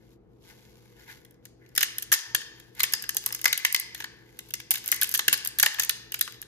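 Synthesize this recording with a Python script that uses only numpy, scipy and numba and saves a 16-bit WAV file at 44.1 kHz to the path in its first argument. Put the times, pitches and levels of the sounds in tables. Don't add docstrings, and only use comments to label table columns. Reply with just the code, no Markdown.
import sys
import numpy as np
from scipy import signal
from scipy.fft import rfft, irfft, next_fast_len
from scipy.io import wavfile
from numba import njit

SR = 44100
rng = np.random.default_rng(int(sys.argv[2]) if len(sys.argv) > 2 else 0)


def generate_wav(signal):
    frames = np.transpose(np.atleast_2d(signal))
    scaled = np.clip(frames, -1, 1) * 32767
    pcm = np.round(scaled).astype(np.int16)
    wavfile.write(sys.argv[1], SR, pcm)


N = 285309
SIZE = next_fast_len(N + SR)
FREQ = np.maximum(np.arange(SIZE // 2 + 1) * SR / SIZE, 1)


def undb(db):
    return 10 ** (np.asarray(db) / 20)


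def level(x, db):
    return x * undb(db) / np.sqrt(np.mean(x ** 2))


def over_hz(table):
    hz, *columns = np.transpose(table)
    return [np.interp(np.log(FREQ), np.log(hz), column) for column in columns]


@njit
def svf(x, hz, width):
    y, band, low = np.empty(len(x)), 0., 0.
    g, damping = np.tan(np.pi * hz / SR), width / hz
    for i in range(len(x)):
        v = (band + g * (x[i] + 1e-18 - low)) / (1 + g * (g + damping))
        band, low = 2 * v - band, low + 2 * g * v
        y[i] = damping * v
    return y


def ring(x, modes, drive=lambda hz: 1):
    total = 0
    for k, (hz, width, db) in enumerate(modes):
        total = total + (-1) ** k * undb(db) * svf(x * drive(hz), 1. * hz, 1. * width)
    return total


def uneven_noise(scatter_db):
    return rng.standard_normal(N) * undb(scatter_db * rng.exponential(1, N))


def tears(times, level_db, peak_ms, first_db, scatter_db):
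    t = np.arange(1024) / SR
    out = np.zeros(N + len(t))
    for start, db in zip(times, level_db):
        sign, size = rng.standard_normal(len(t)), rng.exponential(1, len(t))
        swell = t * np.exp(-1000 * t / peak_ms)
        burst = sign * undb(scatter_db * size) * swell
        burst = burst / np.linalg.norm(burst)
        burst[0] = undb(first_db) * np.sign(sign[0])
        i = int(start * SR)
        out[i:i + len(t)] += undb(db) * burst
    return out[:N]


def nearest(times, own_hz, octave_db, most_db):
    latest = np.maximum(np.searchsorted(times, np.arange(N) / SR, side="right") - 1, 0)

    def drive(hz):
        loss_db = octave_db * np.abs(np.log2(hz / own_hz))
        return undb(-np.minimum(loss_db, most_db))[latest]
    return drive


# frequency in Hz, relative spectral level in dB.
FAN_SPECTRUM = [(15, -39.5), (25, -26.5), (55, -2.5), (86, -16), (102, -11), (123, -4.5), (146, -11),
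                (209, -8.5), (248, -13), (333, -10.5), (404, -10.5), (489, -9), (567, -25), (701, -23),
                (4000, -52), (5200, -94.5), (8800, -120)]
# frequency in Hz, rms level in dB before the dips.
HUM_TONES = [(120, -65.5), (330, -70)]
# centre in seconds, half length in seconds, depth in dB.
RUMBLE_DIPS = [(2.215, 0.061, -16), (3.713, 0.16, -5), (5.727, 0.05, -10)]


def fan():
    t = np.arange(N) / SR
    air = irfft(rfft(rng.standard_normal(SIZE)) * undb(over_hz(FAN_SPECTRUM)[0]))[:N]
    waver_db = level(svf(rng.standard_normal(N), 5.5, 33.0), 8.0)
    hum = sum(level(np.sin(2 * np.pi * hz * t) * undb(waver_db), db) for hz, db in HUM_TONES)
    dip_db = sum(db * np.exp(-((t - s) / half) ** 4) for s, half, db in RUMBLE_DIPS)
    return (level(air, -59) + hum) * undb(dip_db)


# frequency in Hz, width in Hz, relative level in dB.
SHELL_MODES = [(1300, 990, -3), (1445, 40, 8.5), (1660, 241, 5.5), (1816, 131, 14.5), (1859, 240, 10),
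               (2039, 157, 12), (2236, 1000, 1)]
# frequency in Hz, width in Hz, relative level in dB.
RUB_COLOUR = [(880, 104, 2.5), (3500, 2700, -3), (7340, 2000, -12.5)]
# time in seconds, level of the slide in dB, hollow shell relative to the rub colour in dB.
SLIDES = [
    [(0.0, -75, 2), (.14, -70.5, -13), (.19, -97, -14), (0.4, -79, -14), (0.44, -62.5, -12),
     (.51, -57.5, -1), (.55, -63.5, -4), (.8, -67, -7), (0.97, -68, -1), (1.0, -59, 0.5), (1.06, -64, -1),
     (1.1, -49.5, 6), (1.15, -59, -4), (1.41, -91, 11), (1.455, -67, -15), (1.56, -92, -7),
     (1.62, -76.5, 11.5), (1.745, -73, 3.5)],
    [(2.55, -64, 2), (2.738, -72, -7), (2.77, -55.5, 2.5), (2.8, -50.5, 2)],
    [(4.1, -73, -4), (4.216, -70, 5.5), (4.5, -62, -13)],
]


def fingers():
    t, out = np.arange(N) / SR, 0
    slip_db = level(svf(rng.standard_normal(N), 30.0, 160.0), 12.4)
    grains = uneven_noise(1.6) * undb(slip_db)
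    hiss = level(ring(grains, RUB_COLOUR), 0)
    fizz = level(ring(grains, [(11600, 4000, 0)]), 0)
    hollow = level(ring(grains, SHELL_MODES[1:6]), 0)
    for rows in SLIDES:
        s, slide_db, hollow_db = np.transpose(rows)
        mix = hiss + undb(-4.5) * fizz + undb(np.interp(t, s, hollow_db)) * hollow
        out = out + undb(np.interp(t, s, slide_db, -150, -150)) * mix
    return out


# frequency in Hz, width in Hz, relative level in dB.
KNOCK_MODES = [(506, 170, 3), (853, 82, 6), (1020, 190, -1), (1170, 180, -1), (1300, 240, -3)]
# start in seconds, relative knock level in dB, relative thump level in dB, knock pitch in Hz.
JOLTS = [(1.778, -32, -51.5, 1190), (2.121, -19, -52, 1300), (2.347, -29, -52, 600),
         (2.836, -40, -48.5, 960), (2.934, -25.5, -57, 1090), (3.151, -37.5, -52, 910),
         (3.262, -28, -63, 1170), (3.306, -33.5, -62, 1140), (3.326, -36, -65, 1200),
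         (3.441, -35, -55, 800), (3.458, -18.5, -65, 1180), (4.003, -35, -60, 935), (4.708, -34, -55, 853),
         (4.925, -31, -56, 1210), (5.193, -28, -59, 1200), (5.28, -24, -41, 1160), (5.329, -30, -46, 1200),
         (5.632, -27.5, -47, 830), (5.662, -18.5, -60, 1065), (5.796, -35, -73, 880),
         (6.279, -38, -77, 1200)]


def jolts():
    s, knock_db, thump_db, knock_hz = np.transpose(JOLTS)
    knock = ring(tears(s, knock_db, 2.3, -12, 1.4), KNOCK_MODES, nearest(s, knock_hz, 33, 17.5))
    thump = ring(tears(s, thump_db, 2.4, 1.5, 2.2), [(407, 160, 3.6), (108, 47, 2.5)])
    return undb(34) * knock + undb(41.0) * thump


def aftershocks(times, level_db, fade_ms, scatter_db):
    strain = np.zeros(N)
    np.add.at(strain, (times * SR).astype(int), undb(level_db))
    strain = signal.lfilter([1], [1, -np.exp(-1000 / (fade_ms * SR))], strain)
    return strain * level(uneven_noise(scatter_db), 0)


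# start in seconds, length in seconds, relative level in dB.
CRACKLES = [(1.11, 0.04, -79), (1.788, 0.069, -50), (3.202, .2, -63.5), (3.583, .1, -62),
            (3.968, 0.065, -57.5), (4.737, 0.046, -56), (4.83, 0.089, -56), (5.723, 0.027, -56),
            (5.805, 0.026, -49), (6.139, 0.038, -56.5), (6.301, 0.059, -71.5)]


def crackles():
    t, pull = np.arange(N) / SR, 0
    for start, length, db in CRACKLES:
        edge_distance = np.minimum(t - start, start + length - t)
        pull = pull + undb(db) * np.clip(edge_distance / 0.01, 0, 1)
    return pull * level(uneven_noise(6.5), 0)


# frequency in Hz, width in Hz, relative level in dB.
WALL_MODES = [(2845, 560, 6), (3240, 265, 10), (3600, 520, 5.5), (4250, 550, 6), (5200, 570, 4.5),
              (5934, 210, 7.5), (6500, 920, 5.5), (8820, 85, 6)]
# time in seconds, pitch in Hz.
GRIP = [(1.78, 1868), (2.12, 1806), (2.4, 1830), (2.8, 1918), (3.04, 1610), (3.3, 2060), (3.53, 2106),
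        (3.75, 2000), (4.02, 1686), (4.6, 2230), (4.92, 1960), (5.02, 1630), (5.19, 1797), (5.28, 1580),
        (5.66, 1780), (5.9, 1780), (6.14, 2500), (6.21, 1750), (6.28, 1260), (6.42, 1660)]
# start in seconds, relative tick level in dB, relative shell level in dB, wall pitch in Hz.
CRACKS = [(.13, -59, -71, 4000), (1.2494, -43.5, -55, 3440), (1.3094, -47, -75, 3470),
          (1.342, -62, -66, 5500), (1.4535, -36, -47.5, 7200), (1.662, -63, -53, 4500),
          (1.69, -54, -64.5, 5500), (1.7519, -28, -43.5, 4980), (1.7616, -21.5, -37, 5530),
          (1.7776, -7.5, -18.5, 3400), (1.808, -16.5, -26, 5300), (1.8296, -7, -20, 2760),
          (1.836, -22, -50, 3200), (1.9834, -15.5, -40, 3400), (2.024, -20.5, -41.5, 6600),
          (2.0282, -24, -58.5, 3530), (2.1179, -14, -20, 3500), (2.125, -6, -20, 6150),
          (2.131, -8, -36, 5200), (2.1372, -11.5, -18.5, 5500), (2.1462, -16, -32, 3830),
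          (2.3479, -9, -15.5, 3110), (2.4155, -40, -36, 3070), (2.599, -40.5, -49, 3715),
          (2.7506, -42.5, -61, 3440), (2.7951, -24.5, -31, 4300), (2.8031, -16.5, -16, 3830),
          (2.833, -6.5, -28.5, 3050), (2.8374, -15.5, -16.5, 3130), (2.9235, -23, -37, 7100),
          (2.9357, -9, -23.5, 5140), (3.0242, -23, -49, 8490), (3.039, -36, -33, 2660),
          (3.0917, -14.5, -28.5, 5630), (3.147, -24.5, -49, 5090), (3.168, -8.5, -31, 6040),
          (3.2619, -9, -34.5, 8400), (3.3048, -47.5, -36.5, 3100), (3.3252, -19, -39, 5200),
          (3.348, -18.5, -39, 6160), (3.4149, -23.5, -42, 8460), (3.4425, -16, -26.5, 6460),
          (3.4558, -10.5, -14, 5200), (3.4783, -19, -26.5, 3050), (3.528, -11.5, -18.5, 3970),
          (3.577, -14.5, -38.5, 3030), (3.649, -10.5, -15, 2850), (3.669, -28, -41.5, 2700),
          (3.7258, -14, -53, 5230), (3.746, -8.5, -19, 4470), (3.7985, -15.5, -51, 7300),
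          (3.9475, -27, -33.5, 3710), (4.0027, -30.5, -30, 3050), (4.023, -46, -35, 3500),
          (4.0421, -31, -29, 4470), (4.39, -27, -41, 3500), (4.488, -41, -66, 3540),
          (4.5063, -33, -46.5, 3280), (4.538, -16.5, -31, 6100), (4.601, -34.5, -36.5, 3200),
          (4.7077, -5, -30, 8700), (4.7137, -7.5, -30, 8650), (4.7395, -18, -36.5, 2810),
          (4.756, -22, -32.5, 3760), (4.781, -29.5, -50, 4460), (4.8603, -22.5, -51, 3390),
          (4.878, -15, -50, 8230), (4.888, -25, -45, 6100), (4.9169, -5.5, -33.5, 6000),
          (4.924, -20, -17.5, 8000), (4.9438, -20, -43, 6200), (4.9618, -23.5, -48, 4820),
          (5.0142, -10, -30, 3400), (5.0216, -17.5, -21.5, 3800), (5.032, -7.5, -38, 2920),
          (5.0421, -19, -29.5, 2950), (5.0737, -28, -54, 4540), (5.0923, -18, -59, 6420),
          (5.114, -21, -44, 4470), (5.123, -25, -44, 5890), (5.1405, -11, -31, 5650),
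          (5.148, -10, -26, 3390), (5.1559, -17, -34, 6270), (5.1762, -14, -57, 6900),
          (5.1923, -15, -19.5, 3600), (5.281, -6.5, -14.5, 3020), (5.328, -5.5, -22, 2980),
          (5.3355, -15, -32.5, 4700), (5.339, -14, -28, 4270), (5.3763, -26, -42, 5200),
          (5.449, -18, -42, 4970), (5.4584, -24, -30.5, 3500), (5.4741, -13, -53, 4830),
          (5.5869, -11.5, -30.5, 3680), (5.5978, -6, -21.5, 6000), (5.628, -2.5, -25.5, 6500),
          (5.632, -20, -11, 4660), (5.661, -11, -16, 2840), (5.7437, -29, -34, 3420),
          (5.7861, -41, -24.5, 2750), (5.7965, -9.5, -19.5, 6300), (5.822, -20, -35, 3400),
          (5.834, -16.5, -31, 6140), (5.848, -21, -58, 6500), (5.8944, -7.5, -22, 4020),
          (6.1207, -21.5, -38.5, 2900), (6.1422, -18, -26, 2760), (6.1918, -25, -45, 3220),
          (6.211, -6.5, -30, 3740), (6.277, -65, -29, 2720), (6.417, -26, -76, 8500),
          (6.425, -41.5, -38.5, 3630)]


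def supports():
    small_breaks = crackles()
    s, tick_db, shell_db, wall_hz = np.transpose(CRACKS)
    wall_db = tick_db + 0.52 * (shell_db - tick_db) + 2.5
    shell_hz = np.interp(s, *np.transpose(GRIP))

    tick = ring(tears(s, tick_db, 1.0, 0.5, 3.1), [(11680, 6700, 4.5), (13750, 6800, -3.0)])
    wall = ring(tears(s, wall_db, 1.83, -13.5, 2.5), WALL_MODES, nearest(s, wall_hz, 23, 7.94))
    shell = ring(tears(s, shell_db, 0.83, -8.5, 2.95), SHELL_MODES, nearest(s, shell_hz, 40.8, 9.74))

    trailing = undb(-54.5) * aftershocks(s, wall_db, 36.0, 4.1)
    wall = wall + ring(trailing + small_breaks, WALL_MODES)
    tiny_ticks = undb(3.0) * trailing + undb(13) * small_breaks
    tick = tick + ring(tiny_ticks, [(12300, 4000, 0.012)])
    shell = shell + ring(undb(-8.0) * small_breaks, SHELL_MODES)

    no_bass = signal.butter(2, 1000., "high", fs=SR, output="sos")
    return signal.sosfilt(no_bass, undb(14.5) * tick + undb(23) * wall + undb(31.5) * shell)


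# frequency in Hz, 60 dB decay time in seconds, relative tail level in dB.
ROOM_BANDS = [(300, .4, -19.5), (930, 1, -27), (2000, 0.74, -25.5), (4820, 0.59, -22), (8300, 0.34, -21.5),
              (12100, 0.49, -41)]


def room(x):
    t, tail = np.arange(SR) / SR, 0
    hz, t60, tail_db = np.transpose(ROOM_BANDS)
    for k in range(len(ROOM_BANDS)):
        share = over_hz(np.c_[hz, np.arange(len(hz)) == k])[0]
        onset = np.minimum(t / 0.004, 1)
        fade = rng.standard_normal(SR) * 1000 ** (-t / t60[k]) * onset
        tail = tail + undb(tail_db[k] - 16.5) * share * rfft(fade, SIZE)
    echo_s, echo_db = .014, -18
    echo = undb(echo_db) * np.exp(-2j * np.pi * FREQ * echo_s)
    return irfft(rfft(x, SIZE) * (1 + echo + tail))[:N]


# frequency in Hz, phase lead of the left in radians,
# likeness from 0 to 1, left level minus right level in dB.
PORTS = [(60, 0.4, 0.98, 2.5), (399, 0.97, 0.36, 3), (1400, 1.32, 0.62, 3), (2220, 1.5, 0.7, 1),
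         (3500, 2.5, 0.42, 2), (6290, 4.5, 0, 4), (8320, 4, 0.79, 0.5), (11150, 1.48, 0.84, 0.5),
         (13340, 0.5, 1, 0.5)]


def ports(near, other):
    lead, like, pan_db = over_hz(PORTS)
    like = np.clip(like, 0, 1)
    a, b = rfft(near, SIZE), rfft(other, SIZE)
    right = like * a * np.exp(-1j * lead) + np.sqrt(1 - like ** 2) * b
    return np.array([irfft(a * undb(pan_db / 2)), irfft(right * undb(-pan_db / 2))])[:, :N]


def scene():
    near, other = (room(supports() + jolts()) + fingers() + fan() for _ in range(2))
    return ports(near, other)


def record(dry):
    bass_hz, top_hz = 42.4, 15450
    no_bass = signal.butter(2, bass_hz, "high", fs=SR, output="sos")
    no_top = signal.ellip(8, .2, 90, top_hz, fs=SR, output="sos")
    rounded = np.tanh(1.154 * signal.sosfilt(no_bass, dry))
    return signal.sosfilt(no_top, rounded)


dry = scene()
out = record(dry)
generate_wav(out)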